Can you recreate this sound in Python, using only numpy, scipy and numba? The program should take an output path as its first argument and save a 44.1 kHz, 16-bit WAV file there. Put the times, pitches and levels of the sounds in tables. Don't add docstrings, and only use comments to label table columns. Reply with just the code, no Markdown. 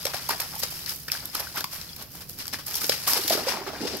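import sys
import numpy as np
from scipy import signal
from scipy.fft import rfft, irfft
from scipy.io import wavfile
from scipy.ndimage import map_coordinates
from numba import njit

SR = 44100
rng = np.random.default_rng(int(sys.argv[2]) if len(sys.argv) > 2 else 0)


def store_wav(level_fs):
    pcm = np.round(np.clip(np.atleast_2d(level_fs), -1, 1) * 32767)
    wavfile.write(sys.argv[1], SR, pcm.T.astype(np.int16))


N = 176400

# start_s, smack_db, thud_db, decay_s
PAW_SLAPS = [(0.0517, -14.5, -23.5, 0.0024), (0.1417, -26, -22.5, 0.0037), (0.292, -19, -26, 0.0024),
             (0.305, -23, -23, 0.0038), (0.3996, -20, -45, 0.0019), (0.6317, -15.5, -31, 0.0033),
             (1.08, -27.5, -23.5, 0.0037), (1.352, -18, -17.5, 0.0011), (1.573, -26.5, -25, 0.0023),
             (1.586, -28, -38, 0.0022), (1.6043, -21.5, -44.5, 0.003), (1.641, -19, -20, 0.0019),
             (2.531, -33, -34, 0.0045), (2.587, -33, -49, 0.0012), (2.815, -27, -25, 0.0027),
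             (2.8929, -11, -22.5, 0.0034), (3.077, -40, -37, 0.0027), (3.277, -14, -36, 0.0027),
             (3.296, -15, -31, 0.0039), (3.329, -17.5, -41, 0.0027), (3.671, -38, -29, 0.0055)]
# start_s, rise_s, decay_s, spray_db, fizz_db, gurgle_db
STRIDE_SPLASHES = [ (0.063, 0.0034, 0.037, -34.5, -36, -56), (0.132, 0.0054, 0.07, -34.5, -38, -49),
                   (0.297, 0.0059, 0.035, -29.5, -28.5, -40), (0.397, 0.0025, 0.044, -34, -36.5, -61),
                   (0.524, 0.016, 0.011, -54, -37, -64), (0.614, 0.017, 0.026, -29.5, -68, -48),
                   (0.848, 0.053, 0.021, -35, -69, -65), (.908, .012, 0.01, -34.5, -44.5, -53),
                   (1.118, 0.0067, 0.065, -33.5, -45, -70), (1.215, 0.014, 0.038, -61, -45, -47),
                   (1.324, 0.028, 0.083, -34.5, -42.5, -50), (1.371, 0.038, 0.033, -42, -37, -54),
                   (1.540, 0.04, 0.023, -32.5, -33.5, -46.5), (1.708, 0.024, 0.076, -39.5, -46, -70),
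                   (1.957, 0.059, 0.03, -42.5, -47.5, -48.5), (2.130, 0.021, 0.062, -49, -51, -55),
                   (2.200, 0.018, 0.012, -41.5, -50, -56), (2.290, .006, 0.027, -50, -63, -50.5),
                   (2.372, 0.034, 0.027, -35.5, -57, -47.5), (2.524, 0.0095, 0.021, -29.5, -38, -39),
                   (2.584, 0.0052, 0.023, -37, -40.5, -51), (2.660, .020, 0.25, -40, -47.5, -54),
                   (2.730, 0.053, 0.047, -38.5, -60, -49), (2.805, 0.04, 0.018, -35.5, -60, -39),
                   (2.903, 0.024, 0.03, -26.5, -47, -55), (3.061, 0.013, 0.13, -29, -34, -42),
                   (3.138, 0.023, 0.024, -26.5, -30, -51), (3.232, 0.023, .030, -38, -59, -50),
                   (3.283, 0.048, 0.038, -26.5, -36, -34), (3.367, 0.0083, 0.09, -39.5, -35.5, -34.5),
                   (3.446, 0.05, 0.053, -27.5, -31, -36), (3.51, 0.03, 0.076, -44, -33.5, -36.5),
                   (3.660, 0.012, 0.032, -37.5, -33, -33.5), (3.728, 0.0082, 0.09, -52, -37, -39.5),
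                   (3.793, 0.029, 0.091, -36.5, -49, -31.5), (3.867, 0.0046, 0.045, -33, -52, -36),
                   (3.914, 0.04, 0.017, -38.5, -41.5, -30.5)]
# start_s, pitch_hz, level_db, decay_cycles
AIR_POCKETS = [(.0545, 519, -16.5, 2.3), (.137, 1320, -17, 1.4), (.143, 670, -18.5, 2.6),
               (0.2924, 910, -13, 2.9), (.402, 2250, -20, 1.5), (.562, 823, -30, 4), (.724, 686, -31, 1.4),
               (.878, 1800, -28.5, 3.5), (1.084, 1700, -27.5, 5.6), (1.100, 2390, -22.5, 3.6),
               (1.151, 1500, -21, 2.6), (1.204, 4500, -30.5, 5.2), (1.354, 1000, -27, 0.88),
               (1.402, 580, -27, 1.6), (1.470, 1460, -28.5, 6.8), (1.571, 1450, -21.5, 2.7),
               (1.579, 1360, -20, 1.6), (1.609, 1530, -24, 3.4), (1.6428, 1010, -16, 2.3),
               (1.891, 4130, -37, 8.1), (1.932, 4740, -36, 6.2), (2.543, 1650, -13.5, 1.3),
               (2.895, 505, -7.5, 1.11), (2.921, 1740, -13.5, 1.6), (3.079, 1090, -15, 4.1),
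               (3.099, 1810, -22, 3), (3.166, 450, -21, 2.3), (3.190, 355, -24, 2.9),
               (3.247, 304, -27.5, 3), (3.306, 630, -8.5, 2.8), (3.328, 610, -15, 1.3),
               (3.352, 380, -9, 0.81), (3.378, 570, -20.5, 3.9), (3.393, 650, -16, 1.1),
               (3.469, 510, -18, 6.2), (3.483, 895, -12.5, 1.4), (3.572, 970, -17.5, 1.4),
               (3.610, 367, -29, 3.8), (3.672, 364, -26, 3.5), (3.806, 308, -24, 6.2),
               (3.827, 385, -27, 4.2), (3.852, 415, -12.5, 1.16), (3.935, 361, -26, 3.7),
               (3.953, 250, -27, 1.7)]
# start_s, level_db, decay_s, brightness_db
STALK_SNAPS = [(0.0672, -11, .0009, -25), (0.288, -23.5, 0.0026, 5.5), (0.4006, -26, 0.0029, 8.5),
               (.418, -26, .0012, 5), (0.5533, -28, 0.00084, 10), (.601, -22.5, .00055, 1),
               (0.86, -21.5, 0.0018, -5), (0.8925, -21, 0.0017, 1), (1.1162, -20, .0005, 7),
               (1.1183, -7, 0.00041, -4), (1.255, -28, 0.00095, 10), (1.349, -27, 0.0012, 12.5),
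               (1.3967, -21.5, 0.0013, 0), (1.4007, -27, 0.0014, 8), (1.559, -25, 0.00049, 5),
               (1.711, -36, 0.0019, -3), (1.8134, -21, 0.001, -13), (1.962, -31, 0.0018, 2),
               (2.002, -37, 0.00092, 0), (2.021, -30.5, 0.0031, -1), (2.295, -35, 0.00093, 10),
               (2.3873, -28, 0.00077, 4), (2.413, -30, 0.0006, -2), (2.421, -37, 0.00062, -2),
               (2.455, -19, 0.00074, -10), (2.468, -27.5, 0.00087, 4), (2.479, -15.5, 0.001, -5.5),
               (2.665, -30, .00078, -2), (2.68, -28, 0.0011, 2), (2.711, -18, 0.00039, -3),
               (2.742, -17.5, 0.0014, -9), (2.7533, -17, 0.0012, 6), (2.771, -25, 0.00073, -3),
               (2.8095, -20, .0007, -3), (2.842, -13, 0.0014, -10), (3.132, -12, .0018, -1.5),
               (3.4867, -18, 0.0021, -10), (3.969, -32, .001, 18)]
# start_s, rise_s, decay_s, level_db
COAT_BRUSHES = [(.575, .02, 0.014, -36), (.69, .02, 0.21, -43.5), (.885, 0.009, 0.073, -39),
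                (1.708, 0.025, .025, -36.5), (2.102, 0.02, 0.11, -46.5), (2.29, 0.0036, 0.031, -41),
                (2.375, 0.0037, 0.018, -46), (2.659, 0.0044, 0.12, -34.5), (2.754, 0.0028, 0.038, -32),
                (2.81, 0.0037, 0.066, -33), (3.072, 0.01, 0.031, -22.5), (3.275, .02, 0.025, -34)]
# time_s, level_db
PATTER_CONTOUR = [(0.0, -35.5), (0.07, -40), (0.77, -38), (0.91, -43), (1.05, -48), (1.28, -43.5),
                  (1.52, -40.5), (1.68, -46.5), (1.79, -42), (2.0, -47), (2.08, -52.5), (2.17, -47),
                  (2.27, -53), (2.37, -48), (2.46, -44), (2.64, -47), (2.91, -37), (3.27, -33.5),
                  (3.39, -35), (3.54, -43), (3.65, -44.5), (3.85, -37.5), (4.0, -36)]
# time_s, gain_db
REAR_SHADOW = [(2.3, -0.5), (2.75, -3.5), (3.2, 1), (3.5, -5), (3.9, -12)]

# frequency_hz, gain_db
RUMBLE_COLOUR = [(20, -11), (40, -16.5), (68, 1), (110, -4.5), (155, -1.5), (210, -11), (400, -17.5),
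                 (1000, -30.5), (4000, -40), (16000, -38.5)]
DROP_COLOUR = [(100, -0.5), (400, -1.5), (1000, 0), (2000, 1.5), (3500, -4.5), (7000, 2.5), (11000, -0.5),
               (16000, -23.5)]
SMACK_COLOUR = [(100, -6.5), (500, 10), (1500, -1.5), (3500, 6.5), (7000, 11), (16000, -7.5)]
THUD_COLOUR = [(60, -4), (200, -7), (450, -16.5), (1200, -11), (2500, -13.5), (8000, -53)]
SPRAY_COLOUR = [(100, -9), (400, -15), (1000, 2.5), (2000, 4.5), (3500, -3), (7000, 3.5), (11000, 1),
                (16000, -23)]
CRACK_COLOUR = [(200, -14), (1000, 5.5), (3000, 3.5), (6000, 12.5), (12000, 7), (16000, -8)]
RUSTLE_COLOUR = [(300, -30), (1500, -14), (4000, -5.5), (7000, 10.5), (11000, 8), (16000, -7)]
REED_COLOUR = [(400, -7.5), (1200, 9.5), (3000, 2.5)]
# frequency_hz, gain_db
LEFT_RESPONSE = [(60, -4), (700, -1.5), (2000, 0.5), (3800, 8), (4700, 13.5), (5350, 13.5), (6100, 4.5),
                 (7200, -2.5), (11000, 1.5), (14500, 16), (15400, 4)]
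RIGHT_RESPONSE = [(60, -2.5), (700, 2), (2000, 1.5), (3600, 4.5), (5000, -1), (6000, 0.5), (8000, -2),
                  (10500, 5), (12200, 18.5), (13100, 19), (14200, 12), (15400, 21.5)]

PORT_LAG_S, TOP_HZ = 0.00008, 15600
DROP_LAG_SPREAD_S, DROP_PAN_DB = 0.00005, 5.5
BUBBLE_LAG_SPREAD_S, BUBBLE_PAN_DB = 0.000099, 3.5
REEDS_DB, REEDS_T60_S = -11.5, 0.08
TRUNKS_DB, TRUNKS_T60_S = -11, 0.32
CLUMP_HZ, CLUMP_DB = 130.3, 2
LOW_CUT_HZ = 95
BRIGHT_HZ = 8050
SHADOW_HZ = 8160


def undb(db):
    return 10 ** (np.asarray(db) / 20)


def unit(x):
    return x / np.sqrt(np.mean(x ** 2))


def colour(x, points):
    size = 2 * N
    hz, db = np.array(points).T
    bin_hz = np.arange(N + 1) * SR / size
    gain = undb(np.interp(np.log(bin_hz + 1), np.log(hz), db))
    cepstrum = irfft(np.log(gain))
    cepstrum[1:N] *= 2
    cepstrum[N + 1:] = 0
    return irfft(rfft(x, size) * np.exp(rfft(cepstrum)))[..., :N]


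def tint(x, points):
    hz, db = np.array(points).T
    gain = undb(np.interp(np.log(np.linspace(1, TOP_HZ, N)), np.log(hz), db))
    return colour(x, points) / np.sqrt(np.mean(gain ** 2))


def add(out, start, sound):
    i = max(int(start * SR), 0)
    out[..., i:i + sound.shape[-1]] += sound[..., :max(N - i, 0)]


def curve(rows):
    return np.interp(np.arange(N) / SR, *np.array(rows).T)


def swell(start, rise, decay):
    t = np.arange(N) / SR - start
    return np.clip(t / rise, 0, 1) * np.exp(-np.maximum(t - rise, 0) / decay)


def burst(decay):
    t = np.arange(int(8 * decay * SR)) / SR
    shape = (1 - np.exp(-1.5 * t / decay)) ** 2 * np.exp(-t / decay)
    noise = rng.standard_normal(N // 10)[:len(t)]
    return 3.42 * shape * np.tanh(0.92 * noise)


def clumps():
    knots = np.clip(rng.standard_normal(N // 40), -2, 2)
    flutter = np.interp(np.arange(N) / SR * CLUMP_HZ, np.arange(len(knots)), knots)
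    return unit(undb(CLUMP_DB * flutter))


def ports(x):
    return np.array([map_coordinates(x, [np.arange(N) - PORT_LAG_S * SR]), x])


def impacts(count, spread_db):
    when, sign = rng.random((count, 2)).T
    size, lag, pan = np.clip(rng.standard_normal((count, 3)).T, -2.5, 2.5)
    out = np.zeros((2, N))
    for channel, side in enumerate((1, -1)):
        arrival = when * N + side * (PORT_LAG_S + DROP_LAG_SPREAD_S * lag) * SR / 2
        gain = np.sign(sign - .5) * undb(spread_db * size + side * DROP_PAN_DB * pan / 2)
        for tap in range(-3, 5):
            i = np.floor(arrival).astype(int) + tap
            out[channel] += np.bincount(i % N, gain * np.sinc(i - arrival), N)
    return unit(out)


@njit
def ring(starts, hz, cycles, gains, glide):
    out = np.zeros(N)
    for k in range(len(starts)):
        life = cycles[k] / hz[k]
        first = int(starts[k] * SR) + 1
        for i in range(max(first, 0), min(first + int(6 * life * SR), N)):
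            t = i / SR - starts[k]
            envelope = (1 - np.exp(-3 * t * hz[k])) * np.exp(-t / life)
            phase = 2 * np.pi * hz[k] * t * (1 + glide * t / life)
            out[i] += gains[k] * envelope * np.sin(phase)
    return out


def bubbles(count, low_hz, high_hz, cycles, spread_db, glide):
    when, pitch, life, size = rng.random((count, 4)).T
    lag, pan = rng.standard_normal((count, 2)).T
    hz = low_hz * (high_hz / low_hz) ** pitch
    starts = (np.arange(count) + when) / count * N / SR
    channels = []
    for side in (.5, -.5):
        arrivals = starts + side * (PORT_LAG_S + BUBBLE_LAG_SPREAD_S * lag)
        gains = undb(spread_db * size ** 2 + side * BUBBLE_PAN_DB * pan)
        channels.append(ring(arrivals, hz, cycles * (.5 + life), gains, glide))
    return unit(np.array(channels))


def distant_rumble():
    mid, side = rng.standard_normal((2, N))
    noise = mid + 0.27 * side * np.array([[1], [-1]])
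    return undb(-45.5) * unit(colour(noise, RUMBLE_COLOUR))


def drop_patter():
    ticks = tint(impacts(count=9000, spread_db=2), DROP_COLOUR)
    tinkle = bubbles(count=1500, low_hz=2430, high_hz=7310, cycles=22, spread_db=18, glide=0.0051)
    return undb(curve(PATTER_CONTOUR) - 2.5) * (ticks + undb(-11.5) * tinkle)


def paw_slaps():
    smack, thud = np.zeros((2, N))
    for start, smack_db, thud_db, decay in PAW_SLAPS:
        add(smack, start, undb(smack_db) * burst(decay))
        add(thud, start, undb(thud_db) * burst(decay))
    return ports(tint(smack, SMACK_COLOUR) + tint(thud, THUD_COLOUR))


def echoes(x, t60):
    t = np.arange(SR) / SR
    tail = rng.standard_normal((2, SR)) * undb(-60 * t / t60)
    tail /= np.sqrt(np.sum(tail ** 2) / 2)
    return signal.fftconvolve(x, tail, axes=1)[:, :N]


def air_plops():
    start, hz, db, cycles = np.array(AIR_POCKETS).T.copy()
    return ports(ring(start, hz, cycles, undb(db), glide=0.026))


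def splashes():
    power = sum((undb(levels_db)[:, None] * swell(start, rise, decay)) ** 2
                for start, rise, decay, *levels_db in STRIDE_SPLASHES)
    spray_gain, fizz_gain, gurgle_gain = np.sqrt(power)
    drops = tint(impacts(count=11000, spread_db=1), SPRAY_COLOUR)
    beads = bubbles(count=4000, low_hz=2136, high_hz=7200, cycles=1.84, spread_db=0.5, glide=0.022)
    spray = clumps() * (drops + undb(-8.5) * beads)
    fizz = bubbles(count=2600, low_hz=665, high_hz=2200, cycles=1.04, spread_db=10.5, glide=0.021)
    gurgle = bubbles(count=1600, low_hz=195.3, high_hz=778, cycles=3.43, spread_db=8, glide=0.061)
    return spray_gain * spray + fizz_gain * fizz + gurgle_gain * gurgle


def stalk_snaps():
    out = np.zeros(N)
    for start, db, decay, bright_db in STALK_SNAPS:
        crack = undb(db) * burst(decay)
        body = signal.sosfiltfilt(signal.butter(2, BRIGHT_HZ, fs=SR, output="sos"), crack)
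        add(out, start, body + undb(bright_db) * (crack - body))
    return ports(tint(out, CRACK_COLOUR))


def coat_rustle():
    force = sum(undb(db) * swell(start, rise, decay) for start, rise, decay, db in COAT_BRUSHES)
    crackle = impacts(count=7000, spread_db=5)
    return force * clumps() * tint(crackle, RUSTLE_COLOUR)


def rear_shadow(dog):
    low = signal.sosfiltfilt(signal.butter(2, SHADOW_HZ, fs=SR, output="sos"), dog)
    return low + undb(curve(REAR_SHADOW)) * (dog - low)


def scene():
    hits = paw_slaps() + stalk_snaps()
    reeds = undb(REEDS_DB) * colour(echoes(hits, REEDS_T60_S), REED_COLOUR)
    dog = hits + reeds + air_plops() + splashes() + coat_rustle() + drop_patter()
    dog = signal.sosfilt(signal.butter(2, LOW_CUT_HZ, "high", fs=SR, output="sos"), dog)
    dog = rear_shadow(dog)
    trunks = undb(TRUNKS_DB) * echoes(dog, TRUNKS_T60_S)
    return dog + trunks + distant_rumble()


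def record(dry):
    heard = np.array([colour(dry[0], LEFT_RESPONSE), colour(dry[1], RIGHT_RESPONSE)])
    top_cut = signal.ellip(8, .2, 70, TOP_HZ, fs=SR, output="sos")
    return signal.sosfilt(top_cut, undb(-1.5) * heard)


dry = scene()
out = record(dry)
store_wav(out)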